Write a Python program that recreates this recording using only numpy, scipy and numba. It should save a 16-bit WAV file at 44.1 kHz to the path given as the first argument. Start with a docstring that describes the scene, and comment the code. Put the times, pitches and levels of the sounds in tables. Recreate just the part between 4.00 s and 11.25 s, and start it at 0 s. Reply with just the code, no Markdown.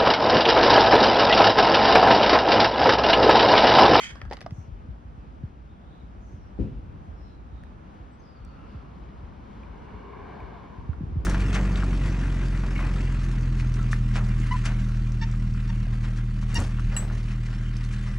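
"""An open tarmac lot beside a van, heard through a phone held in the hand, with a left and a right channel.
At the start a struck metal part is already ringing out, as decaying tones with rattling noise, and a latch clicks
as short high rings. Sinking low tones make steps and knocks throughout; at 2.6 s ringing panels make a heavy slam.
Tiny ticks follow from 3.6 s, vehicles of shaped noise swell past from 4.7 s, and strong knocks come near the end.
Noise makes the rumble of wind and far traffic all along; birds, as blurred whistles, chirp until 4.9 s."""
import sys
import numpy as np
from scipy import signal
from scipy.fft import rfft, irfft, next_fast_len
from scipy.io import wavfile
from scipy.ndimage import uniform_filter1d
from numba import njit

SR = 44100
rng = np.random.default_rng(int(sys.argv[2]) if len(sys.argv) > 2 else 0)


def int16_out(signal):
    """Quantize to a 16-bit WAV file."""
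    q = np.round(np.clip(np.atleast_2d(signal).T, -1, 1) * 32767)
    wavfile.write(sys.argv[1], SR, q.astype(np.int16))


N = 319725
MARGIN = 4096  # samples made beyond both ends, so that filters have settled
LONG = next_fast_len(N + 2 * MARGIN)
LEFT_RIGHT = np.array([[1], [-1]])  # added to the left channel, taken from the right


def undb(db):
    """Turn decibels into a factor."""
    return 10 ** (np.asarray(db, float) / 20)


def curve(table):
    """Draw straight lines through (time, value) points."""
    table = np.array(table)
    return np.interp(np.arange(N) / SR, table[:, 0], table[:, 1])


def unit(x):
    """Scale a sound to an average (RMS) level of 1."""
    return x / np.sqrt(np.mean(x ** 2))


def by_pitch(hz, values):
    """Read a value for every frequency of a long sound, between points spaced by pitch."""
    f = np.maximum(np.arange(LONG // 2 + 1) * SR / LONG, 1)
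    return np.interp(np.log(f), np.log(hz), values)


def colour(x, table):
    """Shape a sound by (Hz, dB) points."""
    hz, db = np.transpose(table)
    return irfft(rfft(x) * undb(by_pitch(hz, db)), LONG)


@njit
def svf(x, hz, width):
    """State-variable band-pass filter, gain 1 at the centre."""
    y, b, l = np.empty(len(x)), 0., 0.
    g, k = np.tan(np.pi * hz / SR), width / hz
    for i in range(len(x)):
        v = (b + g * (x[i] - l)) / (1 + g * (g + k))
        b, l, y[i] = 2 * v - b, l + 2 * g * v, k * v
    return y


def narrow(x, hz, width):
    """Keep a band of a sound, filtered twice for steeper sides."""
    hz, width = float(hz), float(width)
    return svf(svf(x, hz, width), hz, width)


def walk(rate):
    """Wander between random levels, `rate` new ones per second, smoothed twice; spread 1."""
    k = int(SR / rate)
    steps = np.repeat(rng.standard_normal(LONG // k + 1), k)
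    return unit(uniform_filter1d(uniform_filter1d(steps, k), k)[:LONG])


def restless(table, shared_db, own_db):
    """Noise of a given colour whose octaves swell together and flicker alone, at RMS level 1."""
    shared = shared_db * walk(6.8)
    total = np.zeros(LONG)
    for hz in 30 * 2. ** np.arange(10):
        band = svf(rng.standard_normal(LONG), hz, 0.89 * hz)
        total += band * undb(shared + own_db * walk(15))
    return unit(colour(total, table))


# How alike the two channels are, from -1 (opposed) to 1 (same); values beyond are clipped.
# Columns: pitch_hz, far_sound (-1 to 1), vehicle (-1 to 1), metal (-1 to 1)
CHANNEL_LIKENESS = [(59, 0.63, 0.85, .7), (239, 0.92, 0.72, .7), (560, -0.17, -0.36, 0.85),
                    (1070, -0.61, 1, 0.87), (1430, -0.28, 0.45, 0.45), (2390, 0.76, 0.78, 0.72),
                    (3920, 0.19, 1, -0.17), (4930, 0.7, 1, -0.082), (5820, 0.13, 0.2, -0.78),
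                    (7220, -1.015, -.9, -0.86), (8720, -0.54, -0.42, -0.028), (11700, 1, -0.44, 0.16)]
# How much more the left channel hears than the right. Columns: pitch_hz, difference_db
LEFT_OVER_RIGHT = [(60, 0), (125, 0.5), (250, 2), (490, 4.5), (750, 1), (2000, 0), (4000, 3), (8000, 0)]


def ports(x, other, column, turn=0.):
    """The right channel shares part of the left one's sound, by frequency; the rest is its own."""
    table = np.array(CHANNEL_LIKENESS)
    alike = np.clip(by_pitch(table[:, 0], table[:, column]), -1, 1)
    f = np.maximum(np.arange(LONG // 2 + 1) * SR / LONG, 1)
    turned = np.exp(1j * turn * (alike > 0) * (f > 400))
    shared = alike * rfft(x) * turned
    own = np.sqrt(1 - alike ** 2) * rfft(other)  # keeps the total power
    right = irfft(shared + own, LONG)
    half = np.array(LEFT_OVER_RIGHT) * [1, .5]
    return np.array([colour(x, half), colour(right, half * [1, -1])])[:, MARGIN:MARGIN + N]


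def add(out, s, sound):
    """Mix a sound in, starting at s seconds."""
    i = int(s * SR)
    out[..., i:i + sound.shape[-1]] += sound[..., :N - i]


def fade(t, t60):
    """Die away by 60 dB in t60 seconds."""
    return np.exp(-np.log(1000) * t / t60)


def rise(t, build_s):
    """Build up smoothly: 63 percent after build_s seconds."""
    return 1 - np.exp(-t / build_s)


def ring(modes, t, spread, tilt_db=0.):
    """Strike modes, each a little detuned and uneven; a positive tilt (dB per octave) favours the high ones."""
    chance = rng.standard_normal((len(modes), 2))
    middle_hz = modes[len(modes) // 2][0]
    total = 0.
    for (hz, db, t60), (uneven, detune) in zip(modes, chance):
        level = undb(db + 1.2 * uneven + tilt_db * np.log2(hz / middle_hz))
        total = total + level * fade(t, t60) * np.sin(2 * np.pi * hz * (1 + spread * detune) * t)
    return total


def echo(sound, tail):
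    """Blend a sound with a random tail, each channel with its own."""
    return signal.fftconvolve(sound, tail / np.linalg.norm(tail[0]), axes=1)[:, :N]


# Steps and knocks; the base pitch is scaled by the glide below.
# Columns: start_s, level_db (before the push shapes it), base_pitch_hz, t60_s (time to fade 60 dB)
STEPS_AND_KNOCKS = [(0.228, -24.5, 63.6, 0.14), (0.258, -29, 73.3, 0.37), (0.44, -29, 101, .082),
                    (0.521, -12.5, 72, 0.047), (0.581, -22.5, 84, .12), (0.682, -26, 63.5, 0.087),
                    (0.717, -26, 54, 0.22), (0.886, -23, 65, 0.17), (1.049, -31, 64, 0.29),
                    (1.178, -25.5, 57, 0.12), (1.435, -14, 84.3, 0.078), (2.033, -30, 54, 0.17),
                    (2.334, -28.5, 91.5, 0.15), (2.726, -40, 55, 0.087), (2.759, -25, 51.6, 0.15),
                    (2.839, -26, 73, 0.06), (2.89, -31, 78.5, 0.082), (3.082, -29.5, 72, 0.33),
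                    (3.121, -27, 66.5, 0.18), (4, -28.5, 62, 0.16), (4.405, -29, 54, 0.22),
                    (4.745, -24.5, 85, 0.13), (5.231, -29.5, 64, 0.11), (5.693, -27.5, 58, 0.17),
                    (5.939, -29, 68, 0.15), (6.418, -29.5, 66.3, 0.31), (6.78, -28, 71.3, 0.13),
                    (6.89, -12, 70.6, 0.11), (7.006, -16.5, 133, 0.078), (7.033, -12, 82, 0.063),
                    (7.067, -17.5, 64, 0.1), (7.116, -22.5, 74.3, 0.28), (7.156, -21, 124, 0.085),
                    (7.166, -12.5, 77, 0.12)]
FIRST_TOUCH, SETTLED = 2.46, 0.789  # first and last pitch, times the base pitch
SINK_S, PUSH_S = 0.0081, 0.0071  # time scales of the pitch sinking and of the push building
SMALL_THUDS = 14  # faint ones at random moments


def thuds():
    """Each thud is a soft push through ground and hand: a low tone that builds, sinks in pitch and fades."""
    out, t = np.zeros((2, N)), np.arange(int(.3 * SR)) / SR
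    small = []
    for when, louder, higher in rng.random((SMALL_THUDS, 3)) - [0, .5, .5]:
        small.append((N / SR * when, -33 + 6 * louder, 62.9 * (1 + 0.24 * higher), 0.23))
    for s, db, hz, t60 in list(STEPS_AND_KNOCKS) + small:
        glide_hz = hz * (SETTLED + (FIRST_TOUCH - SETTLED) * np.exp(-t / SINK_S))
        tone = np.sin(2 * np.pi * np.cumsum(glide_hz) / SR)
        pan_db = 3 * rng.standard_normal()
        add(out, s, undb(db + LEFT_RIGHT * pan_db / 2) * rise(t, PUSH_S) * fade(t, t60) * tone)
    return out


# Blows of the heavy slam. Columns: start_s, level_db (of the panels' sum), hardness_db (per octave)
SLAM_BLOWS = [(2.589, -20.5, 0), (2.605, -32, -6.5), (2.617, -40, 14), (2.634, -35.5, 5.5),
              (2.653, -43.5, -2), (2.673, -41.5, 16)]
# Panels that each blow rings. Columns: pitch_hz, level_db (within the blow), t60_s
SLAM_PANELS = [(62, -3.5, 0.15), (105.5, -3, 0.17), (177, 0.5, 0.11), (209, -7.5, 0.31),
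               (272.6, 1.5, 0.098), (308, -5.5, 0.12), (392, -8.5, 0.14), (501, -14, 0.13),
               (656, -34, 0.11)]
# Tail over the lot, as bands of noise. Columns: pitch_hz, level_db (before swelling and fading), t60_s
LOT_TAIL = [(61.4, -28, 0.49), (116.6, -29, 0.81), (236, -38.5, 1), (480, -60, 0.31), (1030, -72, .5),
            (2460, -63, 1), (4500, -70.5, 0.49)]


def slam():
    """A heavy blow and weaker rebounds ring large panels; bands of fading noise form a dull tail."""
    out, t = np.zeros((2, N)), np.arange(SR) / SR
    for s, db, hard_db in SLAM_BLOWS:
        mid = ring(SLAM_PANELS, t, 0.019, hard_db)
        side = 0.46 * ring(SLAM_PANELS, t, 0.019, hard_db)
        add(out, s, undb(db) * rise(t, 0.0031) * (mid + side * LEFT_RIGHT))
    for hz, db, t60 in LOT_TAIL:
        mid, side = (unit(narrow(rng.standard_normal(SR), hz, 0.63 * hz)) for _ in range(2))
        swell = rise(t, 0.0081) * fade(t, t60)
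        add(out, SLAM_BLOWS[0][0], undb(db) * swell * (mid + 0.28 * side * LEFT_RIGHT))
    return out


# Loose pieces rattling on the metal part, as bands of noise.
# Columns: pitch_hz, width_hz, level_db (before shaking and channel balance), loudest_s, t60_s (after that)
LOOSE_PIECES = [(1040, 710, -56, .02, 1), (1470, 360, -51.5, 0.045, 0.88), (1635, 250, -56.5, 0.18, 0.9),
                (1834, 150, -49.5, 0.094, .35), (2036, 200, -42.5, 0.03, 0.26),
                (2240, 160, -47, 0.08, 0.27), (2490, 210, -50, 0.062, 0.28), (3110, 240, -41, 0.028, 0.3),
                (3295, 170, -50, 0.078, 0.36), (2720, 450, -56, .03, 0.55), (3780, 150, -58, 0.074, 0.32),
                (4300, 250, -55, .02, .3), (4650, 150, -56.5, 0.045, .4), (4990, 200, -58.5, 0.065, 0.35),
                (5570, 630, -61, .03, 0.45), (4500, 1900, -58, 0.043, 0.49),
                (6500, 2000, -47.5, 0.05, 0.28), (8500, 4700, -68.5, .02, 0.65),
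                (10600, 2300, -66, .02, 0.31)]
RATTLE_RISE_S = 0.95  # time to gain 60 dB


def rattle(t):
    """Loose pieces hiss in the part's resonances; each band rises to its loudest moment, then fades."""
    total = np.zeros(LONG)
    for hz, width, db, top_s, t60 in LOOSE_PIECES:
        before = fade(np.maximum(top_s - t, 0), RATTLE_RISE_S)
        after = fade(np.maximum(t - top_s, 0), t60)
        total += undb(db) * before * after * unit(narrow(rng.standard_normal(LONG), hz, width))
    return total


# Tones of the struck metal part. Columns: pitch_hz, level_db (relative), t60_s
METAL_TONES = [(1995, -0.5, 0.25), (2140, -16.5, .3), (2370, -6, 0.3), (2950, -18, .3), (3080, -9.5, 0.25),
               (3250, -13, 0.4), (4640, -26, 0.4), (6020, -18.5, 0.48), (7881, -38, 0.4)]
METAL_DB = -37.5  # shifts all the tones
METAL_TURN = -1.67  # radians: phase turn of the right channel above 400 Hz, where the channels agree


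def metal():
    """The dying ring of a struck part: fading tones, with the shaky rattle of loose pieces."""
    t = (np.arange(LONG) - MARGIN) / SR
    shake = undb(2.5 * walk(120))
    left, other = (undb(METAL_DB) * ring(METAL_TONES, t, 0.002) + shake * rattle(t) for _ in range(2))
    return ports(left, other, column=3, turn=METAL_TURN) * undb([[-2], [2]])


# Latch clicks. Columns: start_s, level_db (of the whole click, before panning),
# body_db (relative), edge_db (relative), shell_pitch_hz
LATCH_CLICKS = [(0.1554, -47, -12, -2, 1120), (0.2023, -52, -18, -15, 1920),
                (0.2155, -33.5, -12, -13, 1910), (0.2518, -50, -9, -5, 1230), (0.278, -58, -20, -20, 1520),
                (0.300, -60, -20, 10, 1700), (0.3115, -39.5, 7.5, -2, 1830), (0.317, -41, 0, -7, 1920),
                (0.3245, -37, 0.5, -4, 1980), (0.332, -40, -0.5, 4.5, 1880), (0.3361, -49, 6, 7.5, 1270),
                (0.345, -48, -3, -8, 1910), (0.356, -56, -16, -14, 1900), (0.3689, -44.5, -12, 3, 1820),
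                (0.375, -51, -3, -12, 1300), (0.3885, -49, -12, -14, 1920), (0.407, -44, -16, 2, 1940),
                (0.414, -42, -5.5, 1.5, 1720), (0.420, -53, -14, -2, 1880), (0.425, -51.5, -7, 3, 2010),
                (0.4626, -39.5, 0.5, -4, 1230), (0.5078, -50, -8, 1, 1860)]
# Low, middle and high rings of a click; the shell's pitches are scaled to each click.
# Columns of all three: pitch_hz, level_db (relative), t60_s
CLICK_BODY = [(493, 7, 0.015), (570, 10, 0.023), (740, 11.5, 0.015), (873, 7.5, 0.02)]
CLICK_SHELL = [(1250, 8.3, 0.0082), (1920, 8.3, 0.013), (2390, 2.1, 0.01), (2950, 1, 0.0084)]
CLICK_EDGE = [(5000, 7.5, 0.005), (5560, 0, 0.0057), (9200, -25, .004), (10170, -11, 0.0051)]


def clicks():
    """Short hard contacts ring body, shell and edge with grit; the highs reach the channels a moment apart."""
    out, t = np.zeros((2, N)), np.arange(int(0.044 * SR)) / SR
    contact = rise(t, 0.00027) ** 2  # a contact takes a moment to build
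    for s, db, body_db, edge_db, shell_hz in LATCH_CLICKS:
        pan_db = 2 * rng.standard_normal()
        grit = rng.standard_normal((2, len(t))) * fade(t, 0.023)
        shell = ring(CLICK_SHELL, t * shell_hz / CLICK_SHELL[1][0], 0.049)
        shell = shell + undb(-3.0) * svf(grit[0], float(shell_hz), 610.0)
        edge = ring(CLICK_EDGE, t, 0.04) + undb(4.0) * narrow(grit[1], 3300, 3000)
        top = contact * (shell + undb(edge_db) * edge)
        body = rise(t, 0.00072) ** 2 * undb(body_db) * ring(CLICK_BODY, t, 0.085)
        apart_s = .00012 * rng.uniform(-1, 1)
        for port, sign in enumerate((1, -1)):
            gain = undb(db + sign * pan_db / 2)
            add(out[port], s, gain * body)
            add(out[port], s + max(sign * apart_s, 0), gain * top)
    # loose bits chatter on after each click: sparse random copies of it
    t = np.arange(int(.15 * SR)) / SR
    bits = rng.standard_normal((2, len(t))) * (rng.random((2, len(t))) < .05) * fade(t, 0.15)
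    return out + undb(-9) * echo(out, bits)


# Lone small ticks; levels are before their build-up and fade.
# Columns: start_s, snap_db, ring_db, ring_hz, ring_t60_s, high_db, high_hz, high_t60_s
LONE_TICKS = [(3.6367, -58, -39.5, 1760, 0.011, -60, 9500, .008),
              (4.45, -53, -50, 5800, 0.0049, -53, 7800, 0.0041),
              (5.634, -69, -48.5, 2420, 0.028, -62, 2800, .008),
              (6.404, -60, -44, 2300, 0.015, -64, 2900, .008),
              (6.9326, -61, -39, 1434, 0.024, -45, 1150, 0.016)]


def ticks():
    """Tiny dry contacts, equal in both channels: a snap of noise with two short rings."""
    out, t = np.zeros((2, N)), np.arange(int(.03 * SR)) / SR
    for s, snap_db, db, hz, t60, high_db, high_hz, high_t60 in LONE_TICKS:
        rings = ring([(hz, db, t60), (high_hz, high_db, high_t60)], t, .01)
        snap = undb(snap_db) * svf(rng.standard_normal(len(t)), 5000., 9000.) * fade(t, 0.0027)
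        add(out, s, rise(t, 0.000091) * rings + snap)
    return out


# Vehicles going by. Columns: middle_s, level_db (there, before wavering and bounce), before_s and after_s
# (times to drop about 3 dB), bounce_ms (typical delay off the van's side), bounce_db, treble_db (extra)
VEHICLES = [(4.75, -62.5, 0.54, 1, 1.05, -12, -3.5), (6.28, -49.5, 0.41, 0.42, 1.52, -10, -14.5)]
PASS_FALL_DB = 9.5  # level lost each time 1 + (time from the middle / half time) ** PASS_EDGE grows tenfold
PASS_EDGE = 4  # how sharply a vehicle comes out from cover and goes behind it again
BOUNCE_GROWS, BOUNCE_WAVER = 0.01, 0.03  # shares of the delay: growth per second near the middle; wander


def passing(tyres):
    """Tyre noise swells and sinks; the van's side sends back a delayed, inverted copy."""
    out, now = np.zeros((2, N)), np.arange(N)
    for k, (s, db, before_s, after_s, bounce_ms, bounce_db, treble_db) in enumerate(VEHICLES):
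        from_middle_s = now / SR - s
        car = np.roll(tyres, k * SR, axis=1)  # another stretch of noise for each vehicle
        car = car + undb(treble_db) * 10 * np.diff(car, prepend=0)
        car = car * undb(.7 * walk(11)[:N])
        stretch = 1 + BOUNCE_GROWS * np.tanh(from_middle_s) + BOUNCE_WAVER * walk(2.7)[:N]
        earlier = now - bounce_ms * stretch * SR / 1000
        car = car - undb(bounce_db) * np.array([np.interp(earlier, now, c) for c in car])
        near_s = np.where(from_middle_s < 0, before_s, after_s)
        fall_db = PASS_FALL_DB * np.log10(1 + np.abs(from_middle_s / near_s) ** PASS_EDGE)
        out += undb(db - fall_db) * car
    return out


# Bands of the vehicles' roar. Columns: middle_s, half_length_s, pitch_hz, width_hz, level_db (at the middle)
ROAR_BANDS = [(4.58, .2, 1364, 220, -66), (4.653, .12, 2820, 500, -71), (4.94, 0.11, 1220, 230, -67),
              (5.22, 0.15, 960, 280, -69), (5.88, 0.11, 955, 120, -56), (6.12, 0.11, 1065, 180, -52.5),
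              (6.146, 0.22, 410, 120, -50.5), (6.39, 0.19, 720, 160, -49.5), (6.746, 0.15, 990, 190, -55),
              (6.3, 0.36, 2274, 240, -64), (6.3, 0.23, 1620, 200, -61.5), (6.03, 0.17, 2870, 300, -70.5)]


def roar(tyres):
    """Bands picked out of the tyre noise swell and fade as the vehicles go by."""
    out = np.zeros((2, N))
    for s, half_s, hz, width, db in ROAR_BANDS:
        band = unit(np.array([narrow(c, hz, width) for c in tyres]))
        out += undb(db) * band * np.exp(-.5 * ((np.arange(N) / SR - s) / half_s) ** 2)
    return out


# Tone colour of the tyre noise. Columns: pitch_hz, density_db (per Hz, relative)
TYRE_COLOUR = [(88, -34), (200, -12.5), (400, -1.5), (700, -6), (1000, -3.5), (1600, -13), (2260, -22.5),
               (3100, -28.5), (4500, -37.5), (6500, -55.5), (8000, -76)]


def vehicles():
    """One restless tyre noise feeds both the vehicles' passing and their roar."""
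    tyres = ports(*(restless(TYRE_COLOUR, .6, 1.2) for _ in range(2)), column=2)
    return passing(tyres) + roar(tyres)


# Far birds; level_db is before blur and echo.
# Columns: start_s, end_s, first_hz, last_hz, blur_hz, level_db
FAR_BIRDS = [(0.48, 0.674, 6250, 5870, 1190, -68), (2.157, 2.42, 6400, 5830, 1180, -73.5),
             (3.1, 3.37, 5350, 5250, 500, -74), (1.68, 1.725, 3680, 3620, 100, -74),
             (1.71, 1.9, 3480, 3420, 250, -74), (1.78, 2.11, 3700, 3780, 600, -71),
             (3.13, 3.45, 4100, 3950, 400, -73), (3.42, 3.75, 3900, 3750, 400, -75),
             (4.62, 4.82, 4750, 4700, 700, -76), (2.36, 2.52, 5550, 5450, 300, -76),
             (4.112, 4.15, 8100, 7850, 60, -80), (4.188, 4.22, 6620, 5750, 60, -70),
             (4.218, 4.275, 5600, 4850, 70, -72), (4.115, 4.165, 5500, 4800, 160, -74),
             (4.15, 4.41, 4950, 4800, 250, -72), (4.345, 4.39, 4900, 4250, 150, -74),
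             (4.38, 4.58, 4520, 4450, 300, -73)]
CLEAR_HZ = 80  # a whistle blurred less than this is steady


def birds():
    """Gliding whistles, blurred by distance into trills; walls send them back as a fading tail."""
    out = np.zeros((2, N))
    for start, end, first_hz, last_hz, blur_hz, db in FAR_BIRDS:
        n = int((end - start) * SR)
        tone = np.sin(2 * np.pi * np.cumsum(np.linspace(first_hz, last_hz, n)) / SR)
        blur = uniform_filter1d(rng.standard_normal((2, SR)), int(SR / blur_hz))[:, :n]
        blur = blur * np.sqrt(SR / blur_hz)  # back to spread 1
        steady = min(CLEAR_HZ / blur_hz, 1)
        trill = steady + np.sqrt(1 - steady ** 2) * blur
        add(out, start, undb(db) * np.hanning(n) ** 0.66 * tone * trill)
    t = np.arange(int(.4 * SR)) / SR
    walls = rng.standard_normal((2, len(t))) * fade(t, 0.3)
    return out + undb(1) * echo(out, walls)


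# Loudness of far traffic. Columns: time_s, level_db
TRAFFIC_LEVEL = [(0, -49.5), (1.95, -49.5), (2.75, -49.5), (3.2, -50), (3.7, -49), (7.25, -47.5)]
# Its tone colour. Columns: pitch_hz, density_db (per Hz, relative)
TRAFFIC_TONE = [(70, -20), (120, -5.5), (200, -3.5), (440, -17), (820, -15.5), (1370, -21), (2000, -30.5),
                (3000, -34.5), (4200, -42), (6300, -45.5), (7400, -49.5), (9000, -53.5), (11500, -61.5),
                (14000, -79)]


def traffic():
    """Far traffic is steady noise whose bands swell and flicker."""
    left, other = (restless(TRAFFIC_TONE, 1.0, 1.0) for _ in range(2))
    return undb(curve(TRAFFIC_LEVEL)) * ports(left, other, column=1)


# Loudness of the low rumble. Columns: time_s, level_db
RUMBLE_LEVEL = [(0.0, -51), (0.35, -45), (0.7, -44.5), (1.47, -46), (2.0, -46), (2.77, -41.5), (3.8, -45),
                (4.05, -50.5), (4.83, -44.5), (5.7, -45.5), (6.7, -44.5), (7.25, -31)]
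# Its tone colour. Columns: pitch_hz, density_db (per Hz, relative)
RUMBLE_TONE = [(12, -55.5), (20, -31), (24, -23), (35, -3.5), (59, 5.5), (129, -11), (323, -21), (400, -24),
               (520, -28), (880, -120)]


def rumble():
    """Wind and far engines are deep noise that rises and falls."""
    left, other = (restless(RUMBLE_TONE, 0.24, 1.0) for _ in range(2))
    return undb(curve(RUMBLE_LEVEL)) * ports(left, other, column=1)


def scene():
    """Everything together."""
    near = thuds() + slam() + metal() + clicks() + ticks()
    return near + vehicles() + birds() + traffic() + rumble()


def record(dry):
    """The phone drops the deepest bass and cuts the top; the last instant fades."""
    dry = signal.sosfilt(signal.butter(2, 30, "high", fs=SR, output="sos"), dry)
    dry = dry * np.minimum(np.arange(N)[::-1] / (.004 * SR), 1)
    return signal.sosfilt(signal.ellip(8, .2, 70, 15700, fs=SR, output="sos"), dry)


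dry = scene()
out = record(dry)
int16_out(out)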